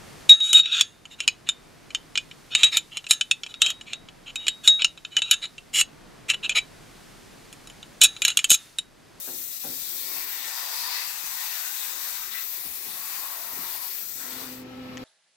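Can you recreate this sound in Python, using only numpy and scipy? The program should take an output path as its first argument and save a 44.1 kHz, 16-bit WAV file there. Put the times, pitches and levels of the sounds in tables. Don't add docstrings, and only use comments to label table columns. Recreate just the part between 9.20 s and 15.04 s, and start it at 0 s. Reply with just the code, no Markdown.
import sys
import numpy as np
from scipy import signal
from scipy.fft import rfft, irfft, next_fast_len
from scipy.io import wavfile
from scipy.ndimage import uniform_filter1d, map_coordinates

SR = 44100
rng = np.random.default_rng(int(sys.argv[2]) if len(sys.argv) > 2 else 0)


def field_ratio(decibels):
    return 10 ** (np.asarray(decibels, dtype=float) / 20)


def persist_wave(psi):
    counts = np.round(np.clip(psi, -1, 1) * 32767).astype(np.int16)
    wavfile.write(sys.argv[1], SR, np.atleast_2d(counts).T)


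N = 257532

# (time [s], free jet [dB], jet fringe [dB], scrubbing [dB], left minus right [dB])
AIR_LEVELS = [(0.0, -39.5, -46.5, -46.5, 7), (0.26, -37, -44, -45, 8), (0.58, -36.5, -44.5, -44, 8.5),
              (1.0, -33.5, -42, -44.5, 9), (1.1, -34.5, -47.5, -46.5, 8.5), (1.27, -38, -46, -41.5, 8),
              (1.65, -37, -41.5, -43.5, 6.5), (1.91, -37, -44.5, -42, 8.5), (2.47, -35, -43, -42, 9),
              (2.91, -35.5, -44, -42, 9.5), (3.1, -37.5, -48.5, -45.5, 9.5), (3.22, -34, -47, -45.5, 10.5),
              (3.48, -37, -42.5, -48.5, 8.5), (3.77, -38.5, -42, -47.5, 8.5),
              (3.95, -35.5, -44, -44.5, 8.5), (4.27, -37.5, -45, -47.5, 7.5),
              (4.49, -35.5, -43.5, -46.5, 8.5), (4.63, -36.5, -42, -48, 9.5), (4.77, -34, -47.5, -47, 9.5),
              (4.9, -37, -50, -46.5, 11.5), (5.0, -37, -46, -42.5, 8.5), (5.2, -36, -44, -43, 7.5),
              (5.33, -35.5, -43, -44, 6.5), (5.5, -38, -50, -47, 6)]
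# (frequency [Hz], relative level per Hz [dB])
JET_COLOUR = [(6940, -31), (11800, -6.5), (12800, 2.5), (15100, 3.5), (16000, -4)]
# (frequency [Hz], relative level per Hz [dB])
FRINGE_COLOUR = [(5180, -34), (8800, -8.5), (11000, -4.5), (12400, -3), (16100, -43), (22000, -120)]
# (frequency [Hz], relative level per Hz [dB])
SCRUB_COLOUR = [(3180, -32), (5400, -4.5), (5770, 0), (7390, 0), (8020, 2.5), (9000, -5), (11700, -24),
                (19800, -120)]
# (time [s], depth [dB])
AIR_DIPS = [(0.39, 3), (1.062, 3.5), (2.745, 2.5), (3.105, 2)]
DIP_S = 0.0096
# (frequency [Hz], width [Hz], level [dB])
HOLLOW_MODES = [
    [(750, 144, -3.5), (1020, 290, 3)],
    [(1510, 660, 2)],
    [(1915, 490, -1), (2516, 630, 2)],
    [(3614, 610, -3), (4060, 720, -6)],
    [(4330, 280, -0.5), (4860, 420, -1.5), (5360, 1360, -1)],
]
# (frequency [Hz], width [Hz], level [dB])
SINGING_MODES = [(-36.5, [(919, 21, 2.5), (1000, 25, 1.5), (1120, 27, -0.5)]),
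                 None, (-35.5, [(1838, 29, -1.5), (1976, 39, -2.5)]), None, (-31, [(4270, 38, -14.5),
                 (4650, 50, 3.5), (4785, 38, -1), (4920, 35, -9.5)])]
# (time [s], strike [dB])
STRIKE_LEVEL = [(0.0, -12), (0.09, -10.5), (0.25, -11), (0.45, -7), (0.75, -6), (0.97, 0), (1.25, 1.5),
                (1.55, 2.5), (1.71, 5.5), (1.8, 5.5), (1.88, 1.5), (2.08, 0.5), (2.31, 4), (2.5, 0.5),
                (2.85, 0.5), (3.08, -2.5), (3.6, -4), (3.95, -1.5), (4.23, -4), (4.45, -2), (4.65, -3.5),
                (4.81, -5.5), (4.95, -6.5), (5.18, 1.5), (5.5, 1)]
# (name, level at strike 0 [dB], gain per dB of strike [dB])
HOLLOW_REACH = [("slot", -54.5, 1.24), ("pocket", -56.5, 0.61), ("step", -48.5, 0.87), ("edge", -47, 0.96),
                ("bore", -48, 0.75)]
# (name, from [s], to [s], gain [dB])
NOZZLE_PASSES = [("slot", 0.85, 1.03, 3.8), ("slot", 1.27, 1.58, 4), ("slot", 1.63, 1.82, 2.6),
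                 ("slot", 3.66, 4.0, 5.1), ("slot", 4.01, 4.68, 9.9), ("slot", 4.99, 5.31, 5.3),
                 ("slot", 5.2, 5.24, 4), ("slot", 2.5, 3.05, 1.3), ("pocket", 1.05, 3.24, 6.4),
                 ("pocket", 3.7, 4.5, 5.7), ("pocket", 4.99, 5.31, 11), ("step", 0.96, 1.33, 2.3),
                 ("step", 3.11, 3.25, 3.1), ("step", 3.145, 3.205, 3.8), ("step", 5.0, 4.8, 2),
                 ("step", 1.7, 1.86, 1.7), ("edge", 0.0, 0.86, 5.3), ("edge", 1.17, 1.29, 3),
                 ("edge", 5.1, 5.22, 3.3), ("edge", 2.55, 2.97, 2.7), ("edge", 3.11, 3.15, 8),
                 ("edge", 3.17, 3.24, 4), ("bore", 0.32, 1.03, 4.8), ("bore", 1.31, 1.92, 3.6),
                 ("bore", 1.59, 1.84, 2.6), ("bore", 2.22, 2.42, 2), ("bore", 4.5, 4.75, 3.4),
                 ("bore", 5.2, 5.33, 2.7)]
SWING_S = 0.014

# (time [s], peak [dB], rattle decay by 60 dB [s], brightness [dB per octave], damping [times mode width])
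WALL_KNOCKS = [(0.071, -33.5, 0.16, 3.5, 1.7), (0.118, -39.5, 0.14, -1.5, 1.2),
               (0.435, -31.5, 0.21, 0.5, 3), (0.48, -37, 0.3, -2, 1.7), (2.03, -50, 0.063, -2, 8),
               (3.438, -44, 0.31, -.7, 8.8), (3.659, -49, .2, -.7, 7.1), (4.316, -43.5, 0.2, 4, 7.1),
               (4.368, -41.5, 0.23, -.3, 6), (4.943, -49, .3, -.7, 6.8), (5.209, -36, 0.14, 3, 8.9)]
# (frequency [Hz], undamped width [Hz], level before brightness [dB])
WALL_MODES = [(161.6, 6.1, 4), (262.3, 4.4, 11.5), (352, 14, 5), (488, 20, 1), (563, 19, -2), (774, 48, -3),
              (1620, 200, -18.5)]
LOW_TILT = 2.8

# (time [s], level [dB])
RUMBLE_CURVE = [(0.0, -61.5), (0.35, -63.5), (0.6, -61.5), (0.95, -54), (1.15, -64), (1.87, -65.5),
                (2.3, -63), (2.9, -62), (3.35, -62.5), (3.63, -59), (3.97, -61.5), (4.52, -57.5),
                (4.69, -64.5), (5.12, -54), (5.5, -61)]
# (frequency [Hz], relative level per Hz [dB])
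RUMBLE_COLOUR = [(65, -45), (110, -10), (172, -4.5), (216, -5.5), (374, -0.5), (447, -4.5), (700, -5),
                 (910, -11.5), (1540, -120)]
# (time [s], level before rise and decay [dB])
FRAME_THUDS = [(0.08, -65), (0.44, -58), (0.66, -71), (2.028, -75), (3.438, -58), (3.62, -70),
               (4.32, -63.5), (4.5, -73), (4.94, -66)]
# (frequency [Hz], relative level per Hz [dB])
THUD_COLOUR = [(15, -36), (25, -4), (120, 2), (160, -37), (260, -120)]
THUD_REST_DB, THUD_RISE_S, THUD_T60_S = -80, 0.016, 0.7

# (time [s], peak before left-right balance [dB])
TICK_TIMES = [(5.7723, -24), (5.7786, -28)]
# (frequency [Hz], width [Hz], level [dB])
TICK_MODES = [(1870, 290, 3), (3020, 500, 3.5), (5640, 790, 3.5), (7000, 700, 4), (9000, 2000, -18)]

# (frequency [Hz], level relative to the other tones [dB])
HUM_TONES = [(120, -55.5), (255.2, -43), (510.5, -53), (766, -68.5), (1319, -60.5), (2390, -68),
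             (2536, -65.5)]
# (frequency [Hz], relative level per Hz [dB])
SHOP_COLOUR = [(15, -59), (25, -25), (69, -21), (113, -20), (198, -14.5), (253, -9), (457, -16.5),
               (509, -17.5), (703, -17.5), (1300, -24), (1410, -22.5), (4500, -29.5), (9550, -47.5),
               (12800, -37), (15500, -49)]
# (frequency [Hz], likeness [0 to 1])
SHOP_LIKENESS = [(60, 1), (240, 0.52), (950, 0), (3770, 0.01), (15000, 0.0)]

# (frequency [Hz], likeness [0 to 1])
LIKENESS = [(60, 0.34), (150, 0.74), (380, 0.67), (950, 0.45), (2380, 0.21), (5980, 0.035), (15000, 0.02)]
# (frequency [Hz], left minus right [dB])
LEFT_LEAN = [(60, 4), (99, 9), (160, 7), (270, -1), (450, 5.5), (740, 1.5), (1220, 7.5), (2010, 7.5),
             (3330, 7), (5500, 11.5), (9080, 6), (15000, 9.0)]
# (frequency [Hz], share of the power [0 to 1])
STANDING_SHARE = [(150, 0.06), (500, 0.79), (1000, 0.71), (3000, 0.61), (10000, 0.48)]

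TOP_HZ = 15900
FADE_FROM_S, AIR_GONE_S, AIR_BEND = 4.9, 5.442, 0.65
HUM_FROM_S, SHOP_FULL_S, HUM_BEND, ROOM_BEND = 4.91, 5.84, 1.08, 0.71
HUM_DB, ROOM_DB = -39.5, -44


def air():
    *levels, pan_db = curves(AIR_LEVELS)
    flutter = wobble(30)
    sound = np.zeros((2, N))
    for level_db, colour in zip(levels, [JET_COLOUR, FRINGE_COLOUR, SCRUB_COLOUR]):
        unsteady_db = level_db + 0.54 * flutter + 0.18 * wobble(14)
        sound += field_ratio(unsteady_db) * rush(spectrum(colour), LIKENESS, LEFT_LEAN, patchy_db=0.82)
    for modes, singing, blow_db in zip(HOLLOW_MODES, SINGING_MODES, blowing()):
        gust_db = blow_db + 0.5 * flutter + 0.5 * wobble(16)
        sound += field_ratio(gust_db) * rush(steep(modes), LIKENESS, LEFT_LEAN, patchy_db=0.84)
        if singing:
            full_db, narrow = singing
            sing_db = gust_db + 0.6 * (blow_db - full_db)
            sound += field_ratio(sing_db) * rush(steep(narrow), LIKENESS, LEFT_LEAN, patchy_db=2.0)
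    t = np.arange(N) / SR
    dip_db = sum(depth * np.exp(-((t - s) / DIP_S) ** 2) for s, depth in AIR_DIPS)
    swing_db = np.clip(pan_db, 0, 14) - 8.0
    return sound * field_ratio(np.outer([0.25, -0.75], swing_db) - dip_db)


def blowing():
    t = np.arange(N) / SR
    strike_db, = curves(STRIKE_LEVEL)

    def step(s):
        return 0.5 + 0.5 * np.tanh((t - s) / SWING_S)

    levels = []
    for name, base_db, slope in HOLLOW_REACH:
        level_db = base_db + slope * strike_db
        for hollow, start, end, gain_db in NOZZLE_PASSES:
            if hollow == name:
                level_db = level_db + gain_db * (step(start) - step(end))
        levels.append(level_db)
    return levels


def knocks():
    out = np.zeros((2, N + SR))
    t = np.arange(SR // 2) / SR
    for s, peak_db, length, bright_db, damping in WALL_KNOCKS:
        near, left, right = rng.standard_normal((3, len(t)))
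        envelope = field_ratio(-60 * t / length) * (1 - np.exp(-t / 0.0049))
        shake = (near + 0.87 * np.array([left, right])) * envelope
        wall = []
        for hz, width, level_db in WALL_MODES:
            tilt_db = bright_db * np.log2(hz / 300) * (LOW_TILT if hz < 200 else 1)
            wall.append((hz, width * damping, level_db + tilt_db))
        ring = filtered(shake, resonances(wall))
        out[:, round(s * SR):][:, :len(t)] += field_ratio(peak_db) * ring / np.abs(ring).max()
    return out[:, :N]


def rumble():
    rumble_db, = curves(RUMBLE_CURVE)
    lean = [(100, 0.3), (700, 4.8)]  # (frequency [Hz], left minus right [dB])
    noise = rush(spectrum(RUMBLE_COLOUR), LIKENESS, lean, patchy_db=2.5)
    noise = field_ratio(rumble_db + 1.25 * wobble(8)) * noise
    thud_gain = field_ratio(THUD_REST_DB)
    for s, level_db in FRAME_THUDS:
        since = np.maximum(np.arange(N) / SR - s, 0)
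        rise = 1 - np.exp(-since / THUD_RISE_S)
        thud_gain = thud_gain + field_ratio(level_db - 60 * since / THUD_T60_S) * rise
    deep = rush(spectrum(THUD_COLOUR), [(60, 0.9)], [(60, 0.1)], patchy_db=3.5)
    return noise + thud_gain * deep


def ticks():
    t = np.arange(SR // 50) / SR
    contact = field_ratio(-60 * t / 0.0008)
    ring = filtered(contact, resonances(TICK_MODES))
    out = np.zeros(N + SR)
    for s, peak_db in TICK_TIMES:
        out[round(s * SR):][:len(t)] += field_ratio(peak_db) * ring / np.abs(ring).max()
    return out[:N] * field_ratio([[2.5], [-2.5]])


def workshop():
    t = np.arange(N) / SR
    strongest_db = max(level_db for _, level_db in HUM_TONES)
    hum = np.zeros(N)
    for hz, level_db in HUM_TONES:
        gain = field_ratio(level_db - strongest_db + 1.1 * wobble(17))
        phase = 0.19 * wobble(9.4) + rng.uniform(0, 2 * np.pi)
        hum += gain * np.sin(2 * np.pi * hz * t + phase)
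    lean = [(100, 0.3), (10000, 2.5)]  # (frequency [Hz], left minus right [dB])
    noise = rush(spectrum(SHOP_COLOUR), SHOP_LIKENESS, lean, patchy_db=1.0)
    hum_gain = np.sqrt(2) * field_ratio(HUM_DB) * ramp(HUM_FROM_S, SHOP_FULL_S, HUM_BEND)
    room_gain = field_ratio(ROOM_DB) * ramp(FADE_FROM_S, SHOP_FULL_S, ROOM_BEND)
    return hum_gain * hum + room_gain * noise


def rush(gain, alike, lean, patchy_db):
    hz, _, z = signal.stft(rng.standard_normal((3, N)), SR, nperseg=2048, noverlap=1536)
    paths = smooth_field(z[:2].shape, 3, 40) + 1j * smooth_field(z[:2].shape, 3, 40)
    share = np.clip(along(STANDING_SHARE, hz), 0, 1)[:, None]
    patches = field_ratio(patchy_db * smooth_field(z[0].shape, 16, 8))
    standing = np.sqrt(share / 2) * paths * z[2]
    diffuse = np.sqrt(1 - share) * z[:2]
    a, b = gain(hz)[:, None] * patches * (standing + diffuse)
    turn = np.arccos(np.clip(along(alike, hz), 0, 1))[:, None] / 2
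    mid, side = a * np.cos(turn), b * np.sin(turn)
    tilt = field_ratio(along(lean, hz) / 2)[:, None]
    stereo = np.array([(mid + side) * tilt, (mid - side) / tilt])
    both = signal.istft(stereo, SR, nperseg=2048, noverlap=1536)[1][:, :N]
    return both / np.std(both.mean(axis=0))


def smooth_field(shape, bins, frames):
    field = uniform_filter1d(rng.standard_normal(shape), size=bins, axis=-2)
    return unit(uniform_filter1d(field, size=frames, axis=-1))


def resonances(modes):
    def response(f):
        total = 0
        for k, (centre, width, level_db) in enumerate(modes):
            peak = 1j * f * width / (centre ** 2 - f ** 2 + 1j * f * width)
            total = total + (-1) ** k * field_ratio(level_db) * peak
        return total
    return response


def steep(modes):
    return lambda hz: sum(np.abs(resonances([mode])(hz)) ** 1.33 for mode in modes)


def spectrum(points):
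    return lambda hz: field_ratio(along(points, hz))


def filtered(x, response):
    m = next_fast_len(x.shape[-1] + SR // 2)
    shaped = rfft(x, m) * response(np.fft.rfftfreq(m, 1 / SR))
    return irfft(shaped, m)[..., :x.shape[-1]]


def along(points, hz):
    f, v = np.transpose(points)
    return np.interp(np.log(hz + 1), np.log(f + 1), v)


def curves(rows):
    s, *cols = np.transpose(rows)
    return [np.interp(np.arange(N) / SR, s, c, left=-120, right=-120) for c in cols]


def wobble(rate):
    knots = rng.standard_normal(int(N * rate / SR) + 4)
    return map_coordinates(knots, [np.arange(N) * rate / SR])


def ramp(start, end, bend):
    return np.clip((np.arange(N) / SR - start) / (end - start), 0, 1) ** bend


def unit(x):
    return x / np.sqrt(np.mean(x ** 2) + 1e-20)


def scene():
    enclosure = air() + rumble() + knocks()
    return enclosure * ramp(AIR_GONE_S, FADE_FROM_S, AIR_BEND) + workshop() + ticks()


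def band_limit(x):
    return signal.sosfilt(signal.butter(12, 16960, fs=SR, output="sos"), x)


def record(dry):
    mix = filtered(dry, lambda hz: hz < TOP_HZ)
    return band_limit(mix)


dry = scene()
out = record(dry)
persist_wave(out)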